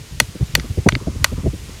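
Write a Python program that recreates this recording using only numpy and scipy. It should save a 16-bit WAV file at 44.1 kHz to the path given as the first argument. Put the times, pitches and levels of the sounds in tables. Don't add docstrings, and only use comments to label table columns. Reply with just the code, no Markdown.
import sys
import numpy as np
from scipy import signal
from scipy.io import wavfile
from scipy.ndimage import uniform_filter1d

SR = 44100
rng = np.random.default_rng(int(sys.argv[2]) if len(sys.argv) > 2 else 0)


def pcm_store(signal):
    levels = np.round(np.clip(np.atleast_2d(signal), -1, 1) * 32767)
    wavfile.write(sys.argv[1], SR, levels.astype(np.int16).T)


def volts_from_db(level):
    exponent = np.asarray(level, float) / 20
    return 10 ** exponent


N = 79380


def rms_one(x):
    return x / np.sqrt(np.mean(x ** 2) + 1e-20)


def cut(x, hz, kind, order=2):
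    sos = signal.butter(order, np.clip(hz, 10, .45 * SR), kind, fs=SR, output="sos")
    return signal.sosfilt(sos, x)


def level(rows):
    return volts_from_db(np.interp(np.arange(N) / SR, *np.transpose(rows)))


def coloured(spectrum, patchy_db, rate_hz):
    hz, db = np.transpose(spectrum)
    edges_hz = 20 * 2 ** np.arange(0, 10, .5)
    white = rng.standard_normal((2, N + 8000))
    out = 0
    for k, (low, high) in enumerate(zip(edges_hz, edges_hz[1:])):
        knots = rng.standard_normal(200)
        flicker = np.interp(np.arange(N) / SR * rate_hz, np.arange(len(knots)), knots)
        base_db = np.interp(np.log(low * high) / 2, np.log(hz), db, left=-90, right=-90)
        band = cut(white[k % 2], [low, high], "band")[-N:]
        out = out + volts_from_db(base_db + patchy_db * flicker) * band
    return rms_one(out)


# freq_hz, density_db [dB per Hz]
HISS_SPECTRUM = [(290, 4), (500, -10), (1160, -13.5), (2100, -8.5), (4090, -10), (5090, -12.5), (6610, -10),
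                 (14700, -24.5), (16000, -29)]
# time_s, level_db
HISS_LEVEL = [(0.0, -43), (0.812, -41.5), (0.912, -43), (1.544, -42.5), (1.8, -41.5)]


def outdoor_hiss():
    return level(HISS_LEVEL) * coloured(HISS_SPECTRUM, patchy_db=-0.67, rate_hz=8.27)


# time_s, level_db
BREEZE_LEVEL = [(0.0, -36), (0.094, -39.5), (0.27, -40), (0.646, -31), (0.776, -40), (0.856, -36),
                (1.016, -27.5), (1.388, -31), (1.604, -35.5), (1.8, -33)]
# freq_hz, density_db [dB per Hz]
BREEZE_SPECTRUM = [(13, -35), (22, 10), (81, 11), (118, 4), (163, -1), (401, -17), (900, -28.5),
                   (1170, -11), (1980, -120)]


def breeze():
    return level(BREEZE_LEVEL) * coloured(BREEZE_SPECTRUM, patchy_db=4.5, rate_hz=20)


def evened(x, window_s):
    evenness = 0.2
    x = rms_one(x)
    power = uniform_filter1d(x ** 2, int(window_s * SR))
    return x / (power + 0.1) ** (evenness / 2)


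def lump(t, rise_s, hold_s, tail_s):
    rise = 1 - np.exp(-(t.clip(0) / rise_s) ** 2)
    return rise * np.exp(-(t - hold_s).clip(0) / tail_s)


def eddies(noise, edges_hz, shape, slope_db):
    out = 0
    for k, band_hz in enumerate(zip(edges_hz, edges_hz[1:])):
        band = cut(noise[k % 2], band_hz, "band")[-len(shape):]
        one = evened(band, 2 / band_hz[0]) * shape
        match = np.sqrt(np.sum(shape ** 2) / np.sum(one ** 2))
        out = out + volts_from_db(slope_db * k) * one * match
    return out


THUMP_LOW_HZ, THUMP_TOP_HZ, THUMP_DB = 45.8, 140.4, -9.5
THUMP_RISE_S, THUMP_LAG_S, THUMP_TAIL = .006, 0.0013, 0.44
FLUTTER_LOW_HZ, FLUTTER_TOP_HZ, FLUTTER_DB = 140.7, 680.3, -10.5
FLUTTER_OPENS_HZ_PER_DB = 10.5
FLUTTER_RISE_S, FLUTTER_SHARE, FLUTTER_TAIL = 0.0029, 0.66, .15
# start_s, thump_db, flutter_db, length_s
GUSTS = [(0.104, -23.5, -37, 0.028), (0.132, -22.5, -48, 0.044), (0.207, -15.5, -18.5, 0.023),
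         (0.278, -21.5, -63, 0.019), (0.347, -33, -19, 0.024), (0.397, -20, -21.5, 0.019),
         (0.404, -6, -20.5, 0.024), (0.437, -34, -33, 0.021), (0.534, -12, -52, 0.029),
         (0.569, -14, -16, 0.026), (0.639, -32, -21, 0.025), (0.693, -13, -35, 0.023),
         (0.729, -23.5, -36, 0.02), (0.77, -9.5, -12, 0.026), (0.858, -6.5, 1, 0.025),
         (0.919, -10, -14.5, 0.024), (0.954, -19, -16, 0.02), (1.007, -22.5, -20.5, 0.025),
         (1.067, -16.5, -9, 0.025), (1.148, -17, -21.5, 0.02), (1.194, -14, -31.5, 0.031),
         (1.314, -16, -17, 0.029), (1.375, -13.5, -19.5, 0.024), (1.429, -14.5, -19, 0.036),
         (1.456, -9, -7, 0.027), (1.528, -21, -18, 0.029), (1.607, -38, -35.5, 0.031),
         (1.682, -29.5, -24.5, 0.025), (1.714, -35, -41, 0.025)]


def gusts():
    out = np.zeros(N + SR)
    t = np.arange(SR // 5) / SR
    for start_s, thump_db, flutter_db, length_s in GUSTS:
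        noise = rng.standard_normal((2, 2 * len(t)))
        thump_shape = lump(t - THUMP_LAG_S, THUMP_RISE_S, length_s, THUMP_TAIL * length_s)
        thump = eddies(noise, np.geomspace(THUMP_LOW_HZ, THUMP_TOP_HZ, 3), thump_shape, slope_db=0.0)

        top_hz = max(FLUTTER_TOP_HZ + FLUTTER_OPENS_HZ_PER_DB * (flutter_db + 4), 300)
        flutter_shape = lump(t, FLUTTER_RISE_S, FLUTTER_SHARE * length_s, FLUTTER_TAIL * length_s)
        flutter = eddies(noise, np.geomspace(FLUTTER_LOW_HZ, top_hz, 4), flutter_shape, slope_db=-3.5)
        flutter = cut(flutter, 1.257 * top_hz, "low", order=6)

        i = int(start_s * SR)
        out[i:i + len(t)] += volts_from_db(thump_db + THUMP_DB) * thump + volts_from_db(flutter_db + FLUTTER_DB) * flutter
    return out[:N]


def crack(t):
    low_hz, top_hz, t60_s, rise_s = 1770, 8600, 0.0094, 0.00041
    noise = cut(rng.standard_normal(len(t)), [low_hz, top_hz], "band", order=1)
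    return noise * volts_from_db(-60 * t / t60_s) * (1 - np.exp(-(t / rise_s) ** 2))


MODE_SPREAD_DB, DETUNE, PHASE_SPREAD_RAD = 2.0, .01, .12 * 2 * np.pi
HOLD_S, SWELL_S, SWELL_POWER = 0.0025, 0.0017, 0.5
HEAD_FOLLOWS_CRACK, SQUARE_CRACK_DB = .8, 5
# freq_hz, level_db, t60_s
STAKE_MODES = [(594, -15, .02), (964, -13, .013), (1241, -9.5, 0.012), (1523, -5, 0.0089),
               (1975, -0.5, 0.007), (2291, -11, 0.0073), (2520, -11.5, 0.009), (2916, -12, 0.0091),
               (3600, -13.5, 0.0067), (4470, -11.5, 0.0091), (5040, -23.5, 0.011), (5954, -15, 0.006),
               (6640, -18.5, 0.0067)]
# freq_hz, level_db, t60_s
HEAD_MODES = [(4245, -21, .026), (7630, -26, .028)]


def ringing(t, crack_db, pitch_ratio):
    head_db = HEAD_FOLLOWS_CRACK * min(crack_db - SQUARE_CRACK_DB, 0)
    stake = [(f * pitch_ratio, d, r) for f, d, r in STAKE_MODES]
    head = [(f, d + head_db, r) for f, d, r in HEAD_MODES]
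    hz, db, t60_s = np.transpose(stake + head)[:, :, None]
    spread, detune, phase = rng.standard_normal((3, len(hz), 1))

    swell = 1 - np.exp(-(t / (SWELL_S * (2000 / hz) ** SWELL_POWER)) ** 2)
    alternate_rad = np.pi * np.arange(len(hz))[:, None]
    turn_rad = 2 * np.pi * hz * (1 + DETUNE * detune) * t
    waves = np.sin(turn_rad + PHASE_SPREAD_RAD * phase + alternate_rad)
    decay_db = -60 * (t - HOLD_S).clip(0) / t60_s
    return np.sum(volts_from_db(db + MODE_SPREAD_DB * spread + decay_db) * swell * waves, axis=0)


def second_contact(direct):
    lag = int(.0048 * SR)
    late = np.r_[np.zeros(lag), direct[:-lag]]
    return volts_from_db(-16) * cut(late, [2220, 12000], "band", order=1)


def scatter(t):
    level_db, t60_s, lag_s = -30.5, 0.3, 0.0077
    noise = cut(rng.standard_normal(len(t)), [700, 7200], "band", order=1)
    return noise * volts_from_db(level_db - 60 * t / t60_s) * (1 - np.exp(-(t / lag_s) ** 2))


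def knock(crack_db, top_hz, pitch_ratio):
    t = np.arange(SR // 6) / SR
    direct = volts_from_db(2) * ringing(t, crack_db, pitch_ratio) + volts_from_db(crack_db - 0.5) * crack(t)
    return cut(direct + second_contact(direct) + scatter(t), top_hz, "low", order=4)


# start_s, level_db, crack_db, top_hz, pitch_ratio
BLOWS = [
    (0.2004, 1.5, 8.5, 13400, 0.98),
    (0.5514, -0.5, 8, 13800, .99),
    (0.887, -1, 0.5, 9600, 1.01),
    (1.2432, 1, 7, 13700, 1),
]
# start_s, level_db, crack_db, top_hz, pitch_ratio
REBOUNDS = [
    (0.5971, -24, 18.5, 5130, 1.03),
    (0.9224, -28, 23, 4070, 1.01),
    (0.9513, -15.5, 14, 4240, 1.04),
    (1.2602, -22, -9.0, 1480, 0.92),
]


def hammer():
    out = np.zeros(N + SR)
    for start_s, level_db, crack_db, top_hz, pitch_ratio in BLOWS + REBOUNDS:
        one = knock(crack_db, top_hz, pitch_ratio)
        i = int(start_s * SR)
        out[i:i + len(one)] += volts_from_db(level_db) * one
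    return out[:N]


def scene():
    return (outdoor_hiss() + breeze() + gusts() + hammer())[None]


def roll_off(x):
    return signal.sosfilt(signal.butter(12, 16200, fs=SR, output="sos"), x)


def record(dry):
    ceiling, knee = 1.08, 16
    x = cut(dry, 42.6, "high", order=3) / ceiling
    mix = ceiling * x / (1 + np.abs(x) ** knee) ** (1 / knee)
    return roll_off(mix)


dry = scene()
out = record(dry)
pcm_store(out)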